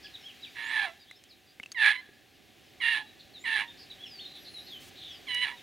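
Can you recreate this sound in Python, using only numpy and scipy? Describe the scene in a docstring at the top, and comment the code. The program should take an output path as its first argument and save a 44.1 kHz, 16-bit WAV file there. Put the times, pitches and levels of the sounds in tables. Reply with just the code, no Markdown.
"""A wooded hillside: on a boulder a coyote gives five rough barks, a falling tone of fluttering vocal folds
shaped by throat and mouth; each drops in pitch at a break and dies away into a whine.
Small birds whistle and buzz in the trees as trembling sines, and slopes and trees answer with noise-like echoes.
Low rumble and faint hiss, both coloured noise, lie beneath; damped rings make the hand-held camera's clicks."""
import sys
import numpy as np
from scipy import signal
from scipy.fft import rfft, irfft, next_fast_len
from scipy.io import wavfile
from scipy.ndimage import uniform_filter1d

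SR = 44100
rng = np.random.default_rng(int(sys.argv[2]) if len(sys.argv) > 2 else 0)


def unload_wav(signal):
    """Save mono or channel-first audio to the path in sys.argv[1] as 16-bit WAV at rate SR, clipped to [-1, 1]."""
    wavfile.write(
        sys.argv[1],
        SR,
        np.round(np.clip(np.atleast_2d(signal).T, -1, 1) * 32767).astype(np.int16),
    )


N = 247842
TIME = np.arange(N) / SR


def from_db(db):
    """Amplitude gain of a level in dB."""
    return 10 ** (np.asarray(db) / 20)


def rms_one(x):
    """Scale to an rms of 1."""
    return x / np.sqrt(np.mean(x ** 2) + 1e-20)


def in_time(rows, t):
    """The columns of a curve, read at the times t."""
    s, *columns = np.transpose(rows)
    return [np.interp(t, s, column) for column in columns]


def colour(x, points, power=1):
    """Filter by a (f/Hz, level/dB) spectrum raised to a power."""
    size = next_fast_len(x.shape[-1] + 4096)
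    hz, db = np.transpose(points)
    bins_hz = np.maximum(np.arange(size // 2 + 1) * SR / size, 1)
    gain = from_db(power * np.interp(np.log(bins_hz), np.log(hz), db))
    return irfft(rfft(x, size) * gain, size)[..., :x.shape[-1]]


def cut(x, hz, kind, order=2):
    """Low-, high- or band-pass filter."""
    edges_hz = np.clip(hz, 10, .45 * SR)
    return signal.sosfilt(signal.butter(order, edges_hz, kind, fs=SR, output="sos"), x)


def formant(x, hz, width_hz):
    """A resonance with gain 1 at its peak."""
    return signal.lfilter(*signal.iirpeak(hz, hz / width_hz, fs=SR), x)


def wander(rate_hz, size):
    """Smooth random drift up to a given rate, with an rms of 1."""
    settle = 8000
    return rms_one(cut(rng.standard_normal(size + settle), rate_hz, "low")[settle:])


def level_out(x):
    """Hold the short-time rms near 1, so that the envelope sets the loudness."""
    power = uniform_filter1d(uniform_filter1d(x * x, 700), 700)
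    return x / np.sqrt(np.maximum(power, 0) + 1e-12)


def fade(t, edge_s):
    """Soft start and stop."""
    return np.sin(np.pi / 2 * np.clip(np.minimum(t - t[0], t[-1] - t) / edge_s, 0, 1)) ** 2


def ease(age, at_s, over_s):
    """A smooth step from 0 to 1."""
    return .5 + .5 * np.tanh((age - at_s) / over_s)


def turn(hz):
    """Phase of a moving frequency."""
    return 2 * np.pi * np.cumsum(hz) / SR


def add(out, sound, t):
    """Mix a sound in at its times."""
    start = round(t[0] * SR)
    out[start:start + len(sound)] += sound


def air_noise(spectrum, side_share, pan_db):
    """Coloured noise: a shared centre plus a weaker, opposed part that widens it."""
    mid, side = colour(rng.standard_normal((2, N)), spectrum)
    wide = rms_one(mid) + side_share * rms_one(side) * np.array([[1], [-1]])
    return wide * from_db([[pan_db / 2], [-pan_db / 2]])


# level of the background over time: (t/s, rumble level/dB, leaf hiss level/dB)
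AIR_LEVELS = [(0, -61.5, -57), (.85, -63.5, -55), (1.05, -67.5, -64), (2.3, -65.5, -63.5), (2.75, -62, -60),
              (3.3, -61, -60.5), (3.8, -60.5, -57.5), (4.8, -59, -56), (5.62, -59.5, -55)]
# spectrum of the low rumble: (f/Hz, level per Hz/dB)
RUMBLE_SPECTRUM = [(15, -76), (25, -16), (97, 0), (167, -5.5), (253, -0.5), (415, -2.5), (490, -11),
                   (532, -5.5), (660, -10), (766, -1.5), (904, -23), (1220, -16.5), (1300, -35.5),
                   (1690, -11.5), (2860, -120)]
# spectrum of the trees' distant rustle: (f/Hz, level per Hz/dB)
LEAF_SPECTRUM = [(700, -6), (1300, -3), (1750, 5.5), (2600, 7), (3700, 6), (4800, -0.5), (6500, -4),
                 (8500, -11), (12000, -10), (15500, -13)]


def air():
    """The background level changes over time, following one curve for the rumble and one for the leaf hiss,
    above a steady microphone hiss."""
    rumble_db, hiss_db = in_time(AIR_LEVELS, TIME)
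    rumble = from_db(rumble_db) * air_noise(RUMBLE_SPECTRUM, side_share=0.53, pan_db=-4.0)
    leaves = from_db(hiss_db) * air_noise(LEAF_SPECTRUM, side_share=0.04, pan_db=0.5)
    microphone_hiss = from_db(-72.0) * rng.standard_normal(N)
    return rumble + leaves + microphone_hiss


# tone of the hillside's answer: (f/Hz, level/dB)
HILLSIDE_TONE = [(1000, 6), (1700, 3.5), (2200, -1.5), (4000, 6), (6000, -5), (10000, -1)]


def hillside(x, t60=0.81, far_db=-31, near_t60=0.03, near_db=-21):
    """Nearby rocks scatter the sound early; trees and slopes send back a faint long tail."""
    age = TIME[:2 * SR]
    build_up = np.clip(age / .015, 0, 1)
    near, far = rng.standard_normal((2, 2, len(age))) * build_up
    near = rms_one(near * from_db(-60 * age / near_t60))
    far = rms_one(far * from_db(-60 * age / t60))
    mid, side = (from_db(near_db) * near + from_db(far_db) * far) / np.sqrt(len(age))
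    response = colour(mid + 0.11 * side * np.array([[1], [-1]]), HILLSIDE_TONE)
    return signal.fftconvolve(x[None], response, axes=1)[:, :N]


def rustle(start=4.8, end=4.9, level_db=-55):
    """A brief airy brush of coloured noise."""
    t = TIME[(TIME >= start) & (TIME <= end)]
    noise = colour(rng.standard_normal(len(t)), [(1000, -18), (3000, -10), (14000, -21.0)])
    return from_db(level_db) * fade(t, 0.0069) * rms_one(noise), t


# camera handling clicks: (t/s, starting level of the ring/dB, ring f/Hz, crack level relative to the ring/dB)
CAMERA_CLICKS = [ (1.112, -35, 2070, -9), (1.238, -54, 4000, 11), (1.599, -29, 2160, -20),
                 (1.602, -42, 236, -30), (1.632, -33.5, 2930, -11), (1.636, -32.5, 2670, -17),
                 (1.66, -34, 2650, -9), (1.718, -34, 4590, 1), (1.723, -34.5, 6440, -7),
                 (2.091, -43.5, 390, -33), (5.346, -44.5, 5800, 17)]


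def clicks(ring_t60=0.019, crack_t60=0.018):
    """A short noise crack and one damped ring of the camera body."""
    out, age = np.zeros(N), TIME[:SR // 10]
    for s, ring_db, hz, crack_db in CAMERA_CLICKS:
        ring = np.sin(2 * np.pi * hz * age) * from_db(-60 * age / ring_t60)
        noise = cut(rng.standard_normal(len(age)), [1500, 8000], "band")
        crack = noise * from_db(crack_db - 60 * age / crack_t60)
        add(out, from_db(ring_db) * (ring + crack), s + age)
    return out


def whistle(start, end, first, middle, last, buzz, level_db, buzz_depth=0.095):
    """A near sine curving through three pitches; a fast tremble makes it buzz."""
    t = TIME[(TIME >= start) & (TIME <= end)]
    curve = np.polyfit([0, .5, 1], [first, middle, last], 2)
    pitch = np.polyval(curve, np.linspace(0, 1, len(t)))
    tremble = .005 * wander(80, len(t)) + buzz_depth * buzz ** 2 * wander(380, len(t))
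    note = rms_one(np.sin(turn(pitch * (1 + tremble))) * from_db(2 * wander(59, len(t))))
    swell = fade(t, (end - start) / 2) ** .3
    return from_db(level_db) * swell * fade(t, .003) * note, t


# bouts of fainter, overlapping twitter from birds farther off: (start t/s, end t/s, note level/dB)
TWITTER_BOUTS = [ (0.0, 0.496, -64), (0.95, 1.551, -65.5), (2.1, 3.305, -73.5), (3.65, 5.2, -65)]


def twitter(notes_per_s=13):
    """Each bout scatters short whistles at random times and pitches."""
    out = np.zeros(N)
    for begin, end, level_db in TWITTER_BOUTS:
        # columns: start t/s, length/s, middle f/Hz, first and last pitch as a share of it
        lowest, highest = [max(begin, 0), .03, 2700, .8, .75], [end, .09, 5400, 1.2, 1.15]
        notes = rng.uniform(lowest, highest, (24, 5))
        for start, length, hz, first, last in notes[:round(notes_per_s * (end - begin))]:
            add(out, *whistle(start, start + length, hz * first, hz, hz * last, .3, level_db))
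    return out


# one thin, high warble: (t/s, fundamental f/Hz)
WARBLE_PITCH = [(4.35, 5240), (4.4, 5950), (4.51, 5160), (4.66, 5850), (4.75, 6700), (4.79, 5800)]


def warble(level_db=-64, fundamental_db=-6):
    """A thin wavering whistle whose octave is stronger than its fundamental."""
    t = TIME[(TIME >= WARBLE_PITCH[0][0]) & (TIME <= WARBLE_PITCH[-1][0])]
    pitch, = in_time(WARBLE_PITCH, t)
    phase = turn(pitch * (1 + 0.0065 * wander(55, len(t))))
    tone = np.sin(2 * phase) + from_db(fundamental_db) * np.sin(phase)
    note = tone * from_db(2.4 * wander(21, len(t)))
    return from_db(level_db) * fade(t, 0.014) * note, t


# short curved notes: (start t/s, length/s, middle f/Hz, rise from first to last pitch/octaves, level/dB)
BIRD_CHIRPS = [ (0.04, 0.037, 3280, -0.6, -48.5), (0.137, 0.029, 3880, -.35, -44.5),
               (0.231, 0.089, 3250, -0.29, -47.5), (0.421, 0.037, 3775, -0.63, -43.5),
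               (0.994, 0.061, 4790, -0.52, -59.5), (1.081, 0.053, 4040, 0.2, -57),
               (1.141, 0.048, 5270, 0.3, -64), (1.482, 0.029, 4570, 0.74, -64),
               (3.673, 0.04, 3700, -0.11, -49.5), (3.897, 0.03, 3924, -0.34, -45.5),
               (3.993, .091, 3337, -0.44, -46.5), (4.188, 0.036, 3600, 0.47, -43.5),
               (4.24, 0.038, 3760, 0.33, -45.5), (4.584, 0.037, 4110, 0.18, -48.5),
               (5.57, 0.033, 3700, -.5, -54.5)]
# drawn-out whistles: (start t/s, length/s, first f/Hz, last f/Hz, level/dB)
BIRD_SLURS = [ (0.042, 0.026, 1677, 1730, -51.5), (0.445, 0.052, 3200, 2255, -53),
              (0.632, 0.09, 6820, 8850, -58), (1.289, 0.054, 5560, 3740, -58),
              (3.044, 0.089, 3920, 3890, -60), (3.333, .065, 4530, 3560, -50),
              (3.386, 0.079, 6900, 9000, -60.5), (4.047, 0.31, 5680, 4040, -51),
              (4.535, 0.0645, 4276, 3840, -45.5), (4.695, 0.099, 3890, 3023, -46),
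              (5.081, 0.13, 6680, 4660, -58.5)]
# buzzing notes: (start t/s, length/s, middle f/Hz, level/dB)
BIRD_BUZZES = [ (0.025, 0.057, 4900, -52), (3.191, 0.028, 4055, -52.5), (3.773, 0.081, 4700, -53),
               (4.341, 0.061, 3754, -49), (4.445, 0.059, 4165, -48), (4.661, 0.042, 4280, -49),
               (4.949, 0.24, 3480, -47.5)]
CHIRP_ARCH_OCTAVES = 0.33   # the two ends lie this far below the middle on average
SLUR_MIDDLE_SHARE = .2   # halfway through, a slur is this share of its span above its low end
BUZZ_SAG_HZ_PER_S = 4600
CHIRP_BUZZ, SLUR_BUZZ, BUZZ_AMOUNT = .2, .12, .85


def birds():
    """Chirps, slurs, buzzes and a warble, with bouts of faint random twitter."""
    out = twitter()
    for start, length, middle, rise, level_db in BIRD_CHIRPS:
        first, last = middle * 2 ** (np.array([-rise, rise]) / 2 - CHIRP_ARCH_OCTAVES)
        add(out, *whistle(start, start + length, first, middle, last, CHIRP_BUZZ, level_db))
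    for start, length, first, last, level_db in BIRD_SLURS:
        middle = min(first, last) + SLUR_MIDDLE_SHARE * abs(first - last)
        add(out, *whistle(start, start + length, first, middle, last, SLUR_BUZZ, level_db))
    for start, length, hz, level_db in BIRD_BUZZES:
        sag = BUZZ_SAG_HZ_PER_S * length / 2
        add(out, *whistle(start, start + length, hz + sag, hz, hz - sag, BUZZ_AMOUNT, level_db))
    add(out, *warble())
    return out


# every bark slides down onto its pitch, swells and is let go into a thin whine
SLIDE_SHARE, ATTACK_DB, WHINE_FADE_S = .24, 15, .019
# at the break the pitch drops and the roughness changes
BREAK_S = .005
# in the tail the pitch glides to the whine and the folds settle almost clean
TAIL_S, WHINE_LAG_S, WHINE_GLIDE_S, WHINE_ROUGH, CLEARING_LAG_S = 0.1, 0.00877, 0.0126, 0.043, .05
# upper against lower voice: its base level, the changes once broken and in the whine,
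# and the share of the surge that it misses
UPPER_DB, UPPER_BROKEN_DB, UPPER_WHINE_DB, UPPER_MISSES_SHARE = -8.5, 3.5, -3, 0.37
# the upper voice and the roughness come in as the slide ends, after this many slide times
OPENING_SLIDES, OPENING_UPPER_DB = 1.32, -8.5
# the voice is never quite steady
WAVER_SHARE, WAVER_DB, WAVER_HZ = 0.0086, 1.0, 30


def gesture(start, attack_s, pitch_hz, slide_s, sag_hz_per_s, whine_hz, level_db, surge_s, surge_width_s, surge_db,
            break_s, drop_share, release_s, release_db_per_s, whine_db,
            roughness, broken_roughness, shrill_db, fundamental_db, jaw_db_per_s):
    """Times and voice controls of one bark: slide in, surge, break, release, whine."""
    t = TIME[(TIME >= start) & (TIME <= start + release_s + TAIL_S)]
    age = t - t[0]
    opened = ease(age, OPENING_SLIDES * slide_s, slide_s / 2)
    broken = ease(age, break_s, BREAK_S)
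    cleared = ease(age, release_s + CLEARING_LAG_S, WHINE_GLIDE_S)

    slide = 1 + SLIDE_SHARE * np.exp(-age / slide_s)
    pitch = (pitch_hz - sag_hz_per_s * age) * slide * (1 - drop_share * broken)
    pitch = pitch + (whine_hz - pitch) * ease(age, release_s + WHINE_LAG_S, WHINE_GLIDE_S)
    pitch = pitch * (1 + WAVER_SHARE * wander(WAVER_HZ, len(t)))

    rough = opened * (roughness + (broken_roughness - roughness) * broken)
    rough = rough + (WHINE_ROUGH - rough) * cleared

    push_db = surge_db * np.exp(-((age - surge_s) / surge_width_s) ** 2)
    release_db = release_db_per_s * np.maximum(age - release_s, 0)
    effort_db = np.maximum(level_db + push_db - release_db, whine_db)
    effort_db = effort_db - ATTACK_DB * (np.exp(-age / attack_s) + np.exp((age - age[-1]) / WHINE_FADE_S))
    effort_db = effort_db + WAVER_DB * wander(WAVER_HZ, len(t))

    upper_db = (UPPER_DB + OPENING_UPPER_DB * (1 - opened) + shrill_db * (1 - broken) + UPPER_BROKEN_DB * broken
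                + UPPER_WHINE_DB * cleared - UPPER_MISSES_SHARE * push_db)
    # the jaws close after the break, so the fundamental gains on the rest
    jaw_db = fundamental_db + jaw_db_per_s * np.maximum(age - break_s, 0)
    return t, pitch, rough, effort_db, upper_db, jaw_db


# a second, slower vibration of the folds puts a side tone above the second harmonic
SIDE_TONE_HZ, SIDE_TONE_DB = 240.2, -8


def vocal_folds(pitch, rough, jitter, flutter_hz, rasp):
    """Folds sing harmonics; pushed hard, they flutter and their tone gives way to rasping air."""
    size = len(pitch)
    phase = turn(pitch * (1 + jitter * rough * wander(157, size)))
    # uneven cycles give every harmonic a skirt; roughness weakens the higher ones
    tone = 0
    for k in range(1, 13):
        line = np.sin(k * phase + rng.uniform(0, 2 * np.pi))
        skirt = rough * wander(122, size) * np.cos(k * phase)
        drowning = np.exp(-1.1 * rough * np.clip(k - 2, 0, 4))
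        tone = tone + (line + skirt) * drowning / np.hypot(1, k / 6)
    side_phase = turn(SIDE_TONE_HZ * (1 + .2 * wander(25, size)))
    tone = tone + from_db(SIDE_TONE_DB) * np.sqrt(rough) * np.sin(2 * phase + side_phase)
    turbulence = 4.23 * rasp * cut(rng.standard_normal(size), 1420, "high") * (1 + .5 * np.cos(phase))
    # loose tissue chops the flow at an unsteady low rate
    flutter = np.exp(.62 * rough * np.sin(turn(flutter_hz * (1 + .25 * wander(60, size)))))
    return flutter * (np.sqrt(1 - rough ** 2) * tone + rough ** 1.16 * turbulence)


# slope of the throat and open mouth: (f/Hz, level/dB)
THROAT_SLOPE = [(350, -17), (600, -24), (830, -14.5), (1120, -10), (1570, -10), (1670, 2.5), (2400, -6.5),
                (3080, -19), (4400, -22.5), (5300, -33.5), (8300, -42), (9500, -30), (10800, -41),
                (15000, -51)]
# sharp resonances on that slope: (f/Hz, width/Hz, lift level/dB)
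THROAT_FORMANTS = [(1728, 25, 10.5), (2253, 107, 8), (3380, 133, 14.5), (3960, 164, 12.5)]


def throat(flow, upper_db, ring_hz, ring_width_hz, ring_db):
    """Throat and mouth slope the spectrum and ring at their resonances."""
    voice = colour(flow, THROAT_SLOPE)
    for hz, width_hz, lift_db in THROAT_FORMANTS:
        voice = voice + (from_db(lift_db) - 1) * formant(voice, hz, width_hz)
    # resonances near the third harmonic and high in the treble turn the voice shrill
    shrill = formant(voice, ring_hz, ring_width_hz) + .5 * formant(voice, 9200, 1650)
    return voice + from_db(ring_db + np.minimum(upper_db, 4)) * shrill


def bark(t, pitch, rough, level_db, upper_db, jaw_db, jitter=0.038, flutter_hz=120, rasp=1.37,
         ring_hz=2880, ring_width_hz=190, ring_db=11, fundamental_db=-21):
    """The folds drive the throat; effort and jaw set the balance of fundamental, body and upper voice."""
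    flow = vocal_folds(pitch, np.clip(rough, 0, .95), jitter, flutter_hz, rasp)
    voice = throat(flow, upper_db, ring_hz, ring_width_hz, ring_db)
    base = colour(voice, [(1100, 0), (1500, -50)])
    upper = colour(voice, [(2400, -30), (2700, 0)])
    body = voice - base - upper
    base_gain = from_db(np.minimum(fundamental_db + jaw_db, 4))
    lower = (base_gain * level_out(base) + level_out(body)) / np.hypot(1, base_gain)
    return from_db(level_db) * fade(t, 0.0021) * (lower + from_db(upper_db) * level_out(upper)), t


# one row per bark; levels are those of the voice before the direct sound is trimmed:
# (start t/s, attack/s, settled f/Hz, slide/s, sag/(Hz per s), whine f/Hz, level/dB,
#  surge after/s, surge width/s, surge level/dB, break after/s, pitch drop at the break/share,
#  release after/s, release/(dB per s), whine level/dB, roughness/0-1, roughness once broken/0-1,
#  upper-voice lift before the break/dB, fundamental lift/dB, jaw closing/(dB per s))
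COYOTE_BARKS = [ (0.550, 0.025, 950.5, .005, 329.5, 673, -35.5, 0.24, 0.068, 9, 0.25, 0.051, 0.3, 203, -69, 0.57, 0.41, 2, 4.5, 172),
                (1.745, 0.034, 882.3, .022, 7.5, 1020, -31.5, 0.11, 0.085, 14, .076, 0.055, 0.17, 282, -36, 0.28, 0.63, 4.5, -1, 9.4),
                (2.801, 0.012, 946.7, 0.0074, 210, 846, -29, 0.084, 0.038, 4, 0.14, 0.065, .17, 275, -53, 0.3, 0.71, 7.5, -3, 224),
                (3.439, 0.012, 924, 0.0089, 380.5, 947, -29, 0.13, 0.02, 4, .125, .08, 0.17, 336, -52, 0.38, 0.7, 3, 1.5, 160),
                (5.268, 0.02, 982, 0.011, -5.5, 958, -34.5, 0.17, 0.014, 7.5, 0.18, 0.15, 0.21, 155, -50, 0.19, 0.79, 13, 2.5, 172)]


def coyote_voice():
    """Each row shapes one bark's gesture, which the vocal folds and throat then sound."""
    voice = np.zeros(N)
    for row in COYOTE_BARKS:
        add(voice, *bark(*gesture(*row)))
    return voice


# side of the coyote: (f/Hz, left minus right level/dB)
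COYOTE_PAN = [(700, -10), (1300, -5.5), (2400, -6.8), (4400, -5), (12000, -3.2)]


def scene():
    """Air, birds in the trees, handling noises, and the coyote with its echoes."""
    song = birds()
    trees = hillside(song, t60=.7, far_db=-16, near_t60=.15, near_db=-9)
    handling = clicks()
    add(handling, *rustle())
    voice = coyote_voice()
    # half the level difference goes to each side
    coyote = from_db(-2.5) * np.array([colour(voice, COYOTE_PAN, power) for power in (.5, -.5)])
    return air() + song + trees + handling + coyote + hillside(voice)


def record(dry, ceiling=0.53, cutoff_hz=15800):
    """The loudest peaks are rounded off and the top is cut steeply."""
    rounded = dry / (1 + (dry / ceiling) ** 4) ** (1 / 4)
    return signal.sosfilt(signal.ellip(12, .1, 90, cutoff_hz, fs=SR, output="sos"), rounded)


dry = scene()
out = record(dry)
unload_wav(out)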